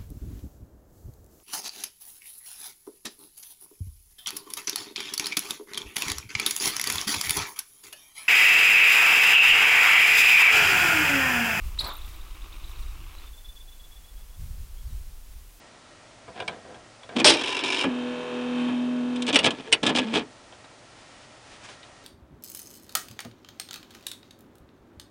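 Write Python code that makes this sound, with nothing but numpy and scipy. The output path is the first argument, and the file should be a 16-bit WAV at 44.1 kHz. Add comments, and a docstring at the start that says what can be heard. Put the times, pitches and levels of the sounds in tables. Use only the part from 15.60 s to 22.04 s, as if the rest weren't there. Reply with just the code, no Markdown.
"""A quiet room hisses softly, then a hand taps and slides on an electronic typewriter close by.
Motors spurt, the lid slams and chatters, and the print carrier whirrs along its rail in two runs.
A stepper motor hums for over a second, then carrier, print wheel and hammer clatter in short moves;
faint rustles of clothes end it. Blows and rattles are shaped noise and clicks driven through resonant
parts, motors are tones locked to their steps, and room and clothes are coloured noise."""
import sys
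import numpy as np
from scipy import signal
from scipy.fft import rfft, irfft
from scipy.io import wavfile
from scipy.ndimage import uniform_filter1d, minimum_filter1d

SR = 44100
rng = np.random.default_rng(int(sys.argv[2]) if len(sys.argv) > 2 else 0)


def int16_out(signal):
    """Quantize to a 16-bit WAV file."""
    q = np.round(np.clip(np.atleast_2d(signal).T, -1, 1) * 32767)
    wavfile.write(sys.argv[1], SR, q.astype(np.int16))


N = 284004
TIME = np.arange(N) / SR
RING_TIME = np.arange(SR // 4) / SR
HALF_SECOND = np.arange(SR // 2) / SR


def from_db(db):
    """Decibels to amplitude."""
    return 10 ** (np.asarray(db) / 20)


def rms_one(x):
    """Scales a sound to an RMS of one."""
    return x / np.sqrt(np.mean(x ** 2) + 1e-20)


def in_time(rows, time=TIME):
    """Columns of a curve, joined by straight lines."""
    s, *columns = np.transpose(rows)
    return [np.interp(time, s, column) for column in columns]


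def gate(start, end, fade, time=TIME):
    """One between start and end, with sloping edges."""
    return np.clip(np.minimum(time - start, end - time) / fade + .5, 0, 1)


def drift(rate, time=TIME):
    """Slow random wander with an RMS of one, through `rate` random points a second."""
    knots = rng.standard_normal(2048)
    return rms_one(np.interp(time * rate, np.arange(len(knots)), knots))


def dying(t60, time=RING_TIME):
    """Envelope of a ring that loses 60 dB in t60 seconds."""
    return np.exp(-np.log(1000) * time / t60)


def held(length, attack_s, release_t60):
    """Envelope that rises in a straight line, holds until `length`, then dies away."""
    attack = np.minimum(HALF_SECOND / attack_s, 1)
    return attack * dying(release_t60, np.maximum(HALF_SECOND - length, 0))


def add(out, s, sound):
    """Mixes a sound in at time s."""
    at = max(round(s * SR), 0)
    out[at:at + len(sound)] += sound[:N - at]


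def colour(x, spectrum):
    """Causal (minimum-phase) filter with the given spectrum."""
    size = 4096
    hz, db = np.transpose(spectrum)
    grid = np.maximum(np.arange(size // 2 + 1) * SR / size, 1)
    gain = from_db(np.interp(np.log(grid), np.log(hz), db))
    # folding the cepstrum onto positive times makes the filter minimum-phase
    cepstrum = irfft(np.log(gain))
    folded = np.r_[cepstrum[0], 2 * cepstrum[1:size // 2]]
    impulse_response = irfft(np.exp(rfft(folded, size)))
    return signal.fftconvolve(x, impulse_response)[:len(x)]


def band(x, low, high):
    """Keeps the sound between two frequencies in Hz."""
    return signal.sosfilt(signal.butter(4, [low, high], "band", fs=SR, output="sos"), x)


def resonate(x, modes):
    """Parallel resonances added to the plain sound."""
    out = x
    for hz, width, db in modes:
        radius = np.exp(-np.pi * width / SR)
        feed = np.array([1, 0, -1]) * (1 - radius ** 2) / 2
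        feedback = [1, -2 * radius * np.cos(2 * np.pi * hz / SR), radius ** 2]
        out = out + from_db(db) * signal.lfilter(feed, feedback, x)
    return out


# hiss spectrum: pitch_hz, level_db
ROOM_COLOUR = [(15, -49), (25, -4), (118, -4), (195, -7.5), (330, -5.5), (423, -6.5), (616, -2), (681, -7),
               (753, -4.5), (1070, -6.5), (1370, -10), (1480, -10), (1860, -9.5), (5720, -14.5),
               (9930, -21.5), (12900, -61), (21800, -120)]
# hollow resonances: pitch_hz, width_hz, level_db
ROOM_MODES = [(111, 17, 1.5), (253, 110, -2.5), (670, 100, -4), (1333, 69, 2.5), (1875, 33, 3)]
# rustle spectrum: pitch_hz, level_db
RUSTLE_COLOUR = [(100, -3), (300, -1), (700, 1), (1800, 2), (3500, -0.5), (6000, -5.5), (10000, -13.5)]
# swells of rustle, before their flutter: middle_s, half_length_s, level_db
RUSTLES = [(5.514, 0.19, -54), (6.03, 0.18, -49.5)]


def room(hiss_db=-51, flutter_db=3.5):
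    """Soft hiss with a few hollow resonances, and a rustle of clothes that swells twice near the end."""
    air = resonate(colour(rng.standard_normal(N), ROOM_COLOUR), ROOM_MODES)
    cloth = rms_one(colour(rng.standard_normal(N), RUSTLE_COLOUR))
    swells = sum(from_db(db) * np.exp(-((TIME - s) / half) ** 2) for s, half, db in RUSTLES)
    return from_db(hiss_db) * rms_one(air) + swells * from_db(flutter_db * drift(40)) * cloth


# registers of every body; each part scales the decay times:
# low_hz, high_hz, blow_t60_s, rattle_t60_s, brightness_share
REGISTERS = [(60, 523, 0.23, 0.27, -0.55), (507, 1880, 0.14, 0.19, -0.32), (1990, 5260, 0.063, 0.094, 0.42),
             (4580, 10500, 0.044, 0.02, 0.62)]


def body(spectrum, modes):
    """Answer of a part to one click, split into the four registers."""
    answer = resonate(colour(signal.unit_impulse(4096), spectrum), modes)
    return [band(answer, low, high) for low, high, *_ in REGISTERS]


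def strikes(blows, part, balance_db, ring_share, rise_s, room_db=-26, room_t60=0.075,
            attack_s=0.011, own_width_hz=70, own_db=3.0, count=4):
    """Each blow stirs the dense modes of the part in its own way; a faint room tail follows."""
    out = np.zeros(N)
    for s, level_db, bright_db in blows:
        # the spot that is struck favours a few metallic resonances of its own
        favoured = [(hz, own_width_hz, own_db) for hz in rng.uniform(2220, 3936, count)]
        for (_, _, t60, _, tilt), answer, share_db in zip(REGISTERS, part, balance_db):
            decay = dying(t60 * ring_share) + from_db(room_db) * dying(room_t60)
            decay = decay * (1 - np.exp(-RING_TIME / rise_s))
            stirred = resonate(rng.standard_normal(len(decay)) * decay, favoured)
            ring = signal.fftconvolve(stirred, answer)
            # the level counts the energy of a blow as if it all fell within the attack
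            ring = ring / np.linalg.norm(ring) * np.sqrt(attack_s * SR)
            add(out, s, ring * from_db(level_db + share_db + tilt * bright_db))
    return out


def rattle(moves, part, balance_db, attack_s, release_share, contacts_per_s, spread_db, flutter_db,
           rub_db=-14):
    """Parts rub and shake in many small contacts: attack, hold, release with the treble dying first."""
    out, count = np.zeros(N), len(HALF_SECOND)
    for start, length, level_db, bright_db in moves:
        sizes = from_db(spread_db * np.minimum(rng.exponential(1, count), 3))
        clicks = sizes * rng.choice([-1, 1], count) * (rng.random(count) < contacts_per_s / SR)
        contacts = rms_one(clicks) + from_db(rub_db) * rng.standard_normal(count)
        shaken = contacts * from_db(flutter_db * drift(132, HALF_SECOND))
        for (*_, t60, tilt), answer, share_db in zip(REGISTERS, part, balance_db):
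            sound = rms_one(signal.fftconvolve(shaken, answer)[:count])
            envelope = held(length, attack_s, t60 * release_share)
            add(out, start, sound * envelope * from_db(level_db + share_db + tilt * bright_db))
    return out


# In all blow and move tables level_db is set before the register balance (dB, low to high);
# brightness_db tilts treble against bass by the register shares.
# light taps of the hand: start_s, level_db, brightness_db
HANDLING_TAPS = [(0.679, -46, -20.5), (0.801, -30, -2.5), (0.821, -37.5, -7), (0.878, -27, 5.5),
                 (1.143, -47, -3), (1.432, -46, 4), (1.49, -40.5, -8), (4.924, -47, -3), (5.042, -48.5, -2),
                 (6.087, -45, -3), (6.229, -48.5, 8)]
# slides of the hand: start_s, length_s, level_db, brightness_db
HANDLING_SLIDES = [(0.745, 0.047, -41, 0.5), (0.88, 0.058, -44.5, -3), (1.03, 0.13, -55.5, -14.5),
                   (1.5, 0.097, -48, -4)]
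# housing spectrum: pitch_hz, level_db
HANDLED_COLOUR = [(41, -36), (70, -11), (502, -7.5), (592, -6), (729, -2.5), (1220, -5), (1670, -8.5),
                  (1890, -10.5), (3380, -9.5), (9930, -42), (12900, -66), (21800, -120)]
# housing resonances: pitch_hz, width_hz, level_db
HANDLED_MODES = [(508, 21, 9), (700, 92, 6.5), (1004, 36, 6.5), (1605, 120, 6.5), (2320, 120, -8),
                 (3380, 160, -12), (8740, 450, 12)]


def handling():
    """Light taps and slides of a hand make the plastic housing ring and rub."""
    part = body(HANDLED_COLOUR, HANDLED_MODES)
    taps = strikes(HANDLING_TAPS, part, balance_db=(-6.5, -2.5, -3, -16.5), ring_share=0.9,
                   rise_s=0.0004, room_db=-29, room_t60=0.13, own_db=4)
    slides = rattle(HANDLING_SLIDES, part, balance_db=(-2.5, -4, -8, -47), attack_s=0.02,
                    release_share=1.64, contacts_per_s=1500, spread_db=2.0, flutter_db=-0.5)
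    return taps + slides


# short motor spurts: start_s, length_s, steps_per_s, level_db (of the fundamental)
SPURTS = [(1.552, .11, 230, -33), (1.573, .17, 337, -30.5), (2.088, 0.18, 370, -39),
          (3.732, 0.02, 280, -24.5), (3.86, 0.02, 284, -30.5), (4.077, 0.1, 446, -41),
          (4.223, 0.036, 223, -35), (4.312, .06, 240, -31.5), (4.386, 0.034, 254, -28.5),
          (4.449, 0.083, 226, -31.5), (4.559, 0.02, 427, -26)]


def spurts(overtone_db=-17, unsteady=0.016, attack_s=0.0042, release_t60=.11):
    """Motors start and stop in a few dozen steps or less, slightly unsteady; the housing rings on."""
    out = np.zeros(N)
    for start, length, hz, db in SPURTS:
        phase = 2 * np.pi * hz * np.cumsum(1 + unsteady * drift(60, HALF_SECOND)) / SR
        overtones = np.sin(2 * phase) + .5 * np.sin(4 * phase)
        tone = np.sin(phase) + from_db(overtone_db) * overtones
        # a sine of RMS one peaks at the square root of two
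        add(out, start, np.sqrt(2) * from_db(db) * tone * held(length, attack_s, release_t60))
    return out


# clacks of the mechanism: start_s, level_db, brightness_db
MECHANISM_CLACKS = [(1.599, -22, -1), (2.037, -30.5, 4.5), (2.24, -22.5, -15), (3.085, -34.5, -24),
                    (3.559, -37, 4.5), (3.621, -34, 12), (3.666, -31, 4), (3.678, -25.5, -2),
                    (3.688, -26.5, -3), (3.728, -26, 3), (3.744, -21.5, 4), (3.842, -19, -1),
                    (3.856, -30.5, 19), (3.877, -30.5, -10), (3.906, -27, 0.5), (4.231, -28, 5.5),
                    (4.265, -21, 6.5), (4.293, -21.5, -10), (4.359, -24, 7), (4.385, -23.5, 2),
                    (4.555, -22.5, -9)]
# clattering moves: start_s, length_s, level_db, brightness_db
MECHANISM_MOVES = [(1.557, 0.054, -27.5, -2), (3.675, .025, -25.5, 5), (3.726, 0.045, -26, 4),
                   (3.797, 0.023, -34, -8), (3.829, 0.042, -20.5, 2.5), (3.91, 0.19, -46, -4),
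                   (4.228, 0.076, -26.5, -1), (4.345, 0.053, -26, 2), (4.41, 0.17, -39.5, -4),
                   (4.531, 0.066, -28.5, 1.5)]
# snaps of the hammer: start_s, level_db, brightness_db
HAMMER_BLOWS = [(3.757, -10.5, -3.5), (3.788, -18.5, -3.5), (4.119, -28, -10), (4.1255, -12, 2.5)]
# spectra of mechanism and hammer: pitch_hz, level_db
MECHANISM_COLOUR = [(41, -67), (70, -20), (258, -1), (345, -5.5), (434, -9.5), (729, -12.5), (1330, -16),
                    (1470, -20.5), (1670, -21.5), (3310, -5.5), (4420, -17.5), (8950, -24), (9930, -28.5),
                    (12900, -73), (21800, -120)]
HAMMER_COLOUR = [(41, -55), (70, -30), (443, -16), (545, -12.5), (1640, -14.5), (2800, 0.5), (3990, -10),
                 (4420, -12.5), (6700, -22.5), (8950, -14.5), (9930, -20.5), (12900, -47), (21800, -120)]
# resonances of mechanism and hammer: pitch_hz, width_hz, level_db
MECHANISM_MODES = [(261, 59, 0.5), (437, 38, 1), (886, 62, -2), (1696, 35, 11.5), (2020, 20, -32),
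                   (2430, 150, 3.5), (3160, 1700, -15), (4400, 47, -29), (5000, 71, -16), (6280, 38, -30),
                   (7900, 370, -6), (9070, 62, -18)]
HAMMER_MODES = [(440, 17, -2), (2940, 120, 3.5), (2840, 90, -6), (3470, 150, 2), (4520, 60, 6),
                (5620, 130, 10), (6550, 77, 4), (8200, 360, -11)]


def mechanism():
    """Carrier, print wheel and ribbon drive clack and clatter in short moves; the hammer snaps between."""
    part = body(MECHANISM_COLOUR, MECHANISM_MODES)
    clacks = strikes(MECHANISM_CLACKS, part, balance_db=(-7.5, -6.5, -2, -12), ring_share=1.0,
                     rise_s=0.00022)
    moves = rattle(MECHANISM_MOVES, part, balance_db=(-2.5, -4.5, -3.5, -16), attack_s=0.0097,
                   release_share=0.88, contacts_per_s=900, spread_db=2.0, flutter_db=2.0)
    hammer = strikes(HAMMER_BLOWS, body(HAMMER_COLOUR, HAMMER_MODES), balance_db=(-15, -11, 0, -9),
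                     ring_share=1.0, rise_s=0.00028, own_db=-10)
    return clacks + moves + hammer


# landing and latch of the lid: start_s, level_db, brightness_db
LID_BLOWS = [(1.644, -3.5, -4.5), (1.671, -10.5, 11.5)]
# shaking of the machine: start_s, length_s, level_db, brightness_db
LID_SHAKE = [(1.646, 0.064, -20.5, 0.0081)]
# lid spectrum: pitch_hz, level_db
LID_COLOUR = [(41, -54), (70, -24), (178, -17), (318, -5.5), (360, -7), (685, -9), (744, -5), (915, -6),
              (1970, -6), (3750, -6.5), (9930, -3), (12900, -35), (21800, -120)]
# lid resonances: pitch_hz, width_hz, level_db
LID_MODES = [(303, 36, -8), (610, 26, 8), (880, 64, 2), (1550, 70, -1.5), (1750, 160, -14),
             (2350, 110, -10), (3250, 140, -5), (3960, 83, -8), (5400, 350, -5), (8400, 340, 3)]


def lid(count=6, rebound_s=.0153, rebound_db=-20, loss_db=0.8, rebound_bright_db=0.5):
    """The lid lands, latches, chatters in ever weaker rebounds and shakes the whole machine."""
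    part = body(LID_COLOUR, LID_MODES)
    landing = LID_BLOWS[0][0]
    rebounds = [(landing + (k + 1) * rebound_s, rebound_db - k * loss_db, rebound_bright_db)
                for k in range(count)]
    blows = strikes(LID_BLOWS + rebounds, part, balance_db=(-11.5, -7.5, 0.5, -12.5),
                    ring_share=1.85, rise_s=0.00049)
    shake = rattle(LID_SHAKE, part, balance_db=(-3.5, -9, 4.5, -2), attack_s=.003,
                   release_share=1.17, contacts_per_s=1500, spread_db=3, flutter_db=5.0)
    return blows + shake


# runs of the carrier: start_s, length_s, level_db, brightness_db
RAIL_RUNS = [(1.77, 0.24, -35.5, 0.49), (2.036, 0.2, -34.5, 1)]
# rail spectrum: pitch_hz, level_db
RAIL_COLOUR = [(41, -53), (70, -21.5), (197, -18.5), (264, -3), (375, -5.5), (592, -12), (994, -6.5),
               (1170, -10.5), (2050, -13), (2280, -4.5), (3050, -1), (4330, -14), (9930, -21), (12900, -53),
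               (21800, -120)]
# rail resonances: pitch_hz, width_hz, level_db
RAIL_MODES = [(272, 58, -3), (382.6, 21, 8), (543, 18, -1), (914, 38, -2), (995, 19, 9.5), (1740, 250, -2),
              (2365, 67, 1), (2730, 120, 0), (3180, 130, -9), (3820, 260, 2), (5250, 320, 5)]


def carrier(turn_s=.0219, knock_db=7, spread_db=1, jitter_s=.001):
    """The carrier whirrs along the rail in two runs, and its drive knocks once a turn."""
    part = body(RAIL_COLOUR, RAIL_MODES)
    knocks = []
    for start, length, level_db, bright_db in RAIL_RUNS:
        for s in np.arange(start, start + length - turn_s / 2, turn_s):
            late, harder = rng.standard_normal(2)
            knocks.append((s + jitter_s * late, level_db + knock_db + spread_db * harder, bright_db))
    whirr = rattle(RAIL_RUNS, part, balance_db=(-3.5, -2.5, 1, -9.5), attack_s=0.0034,
                   release_share=2.15, contacts_per_s=900, spread_db=1.5, flutter_db=2.0)
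    return whirr + strikes(knocks, part, balance_db=(-11, -6.5, -1.5, -12.5), ring_share=1.0,
                           rise_s=0.00049)


# long stepper run: start_s, fundamental_db, octave_db, gear_db (before the buzz trim)
STEPPER = [(2.3, -28.5, -43.5, -45.5), (2.52, -32.5, -37.5, -44.5), (2.674, -46, -37, -44),
           (2.75, -33.5, -35.5, -43), (2.93, -28.5, -39, -43), (3.01, -25, -40, -39.5),
           (3.148, -25.5, -52.5, -44.5), (3.41, -26.5, -45, -49), (3.66, -28.5, -41, -46)]
# motor speed: start_s, steps_per_s
STEP_RATE = [(2.22, 300), (2.27, 262), (2.32, 246.2), (3.7, 246.2)]
STEP_HZ, STEPS_A_CYCLE = 246.2, 6   # settled step rate; steps before the tick pattern repeats
# weaker tones, before load and waver, set to the nearest sixth of the step rate: pitch_hz, level_db
STEPPER_TONES = [(123, -60.5), (164, -52), (287, -49.5), (328, -54.5), (369, -52), (410, -52), (615, -49),
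                 (739, -56), (862, -56.5), (985, -51), (1108, -57), (1231, -62.5), (1354, -57.5),
                 (1477, -58), (1600, -65.5), (1682, -61.5), (1723, -54), (1929, -63.5), (2462, -66),
                 (2585, -56.5), (3037, -64), (3201, -65.5), (3693, -63)]
# gear buzz spectrum: pitch_hz, level_db
BUZZ_COLOUR = [(250, -14), (600, -6.5), (950, 2), (1200, -2.5), (1450, -3.5), (1690, -2.5), (2050, -9.5),
               (2500, 2), (2880, -4), (3080, -0.5), (3450, -6), (3700, -6), (4500, -17.5), (9000, -29)]


def stepper(buzz_db=-1, shake_db=-47, waver_db=2.5, usual_buzz_db=-44, jitter_steps=0.028,
            follow=0.36, loose=.7):
    """A near-sine at the step rate; unequal steps add undertones, and each step ticks in the gears."""
    rate, = in_time(STEP_RATE)
    first_db, octave_db, gear_db = in_time(STEPPER)
    steps = np.cumsum(rate) / SR + jitter_steps * drift(20)
    hum = from_db(first_db) * np.sin(2 * np.pi * steps)
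    hum += from_db(octave_db) * np.sin(4 * np.pi * steps)
    # the weaker tones swell with the load on the gears
    load_db = follow * (gear_db - usual_buzz_db)
    for hz, db in STEPPER_TONES:
        multiple = np.round(hz / STEP_HZ * STEPS_A_CYCLE) / STEPS_A_CYCLE
        level = from_db(db + load_db + waver_db * drift(6.2))
        hum += level * np.sin(2 * np.pi * (multiple * steps + rng.random()))
    # each step of the cycle has its own tick, slowly changing in strength: many fine buzzing lines
    ticks = np.zeros(N)
    for step in range(STEPS_A_CYCLE):
        pulses = np.diff(np.floor((steps + step) / STEPS_A_CYCLE), prepend=0)
        pulses = pulses * from_db(2.5 * drift(5.34))
        tick = rng.standard_normal(len(RING_TIME)) * dying(0.062)
        ticks += signal.fftconvolve(pulses, tick)[:N]
    # play in the gears makes each tick a little noisy
    play = rng.standard_normal(N) * np.exp(-(steps % 1))
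    buzz = colour(rms_one(ticks) + loose * rms_one(play), BUZZ_COLOUR)
    # the buzz level is set by its treble
    buzz = buzz / np.std(band(buzz, 2510, 4500)) * from_db(gear_db + buzz_db)
    shake = from_db(shake_db) * rms_one(band(rng.standard_normal(N), 194, 740))
    return (np.sqrt(2) * hum + buzz + shake) * gate(2.245, 3.68, fade=0.035)


def scene():
    """Machine and room, heard from one point."""
    machine = handling() + spurts() + mechanism() + lid() + carrier() + stepper()
    return (room() + machine)[None]


def record(dry, ceiling=0.67, cutoff_hz=10050):
    """A fast limiter holds the loudest blows down; the top is cut."""
    top_cut = signal.ellip(10, .3, 70, cutoff_hz, fs=SR, output="sos")
    needed = ceiling / np.maximum(np.abs(signal.sosfilt(top_cut, dry)), ceiling)
    gain = uniform_filter1d(minimum_filter1d(needed, size=64), size=64)
    return signal.sosfilt(top_cut, dry * gain)


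dry = scene()
out = record(dry)
int16_out(out)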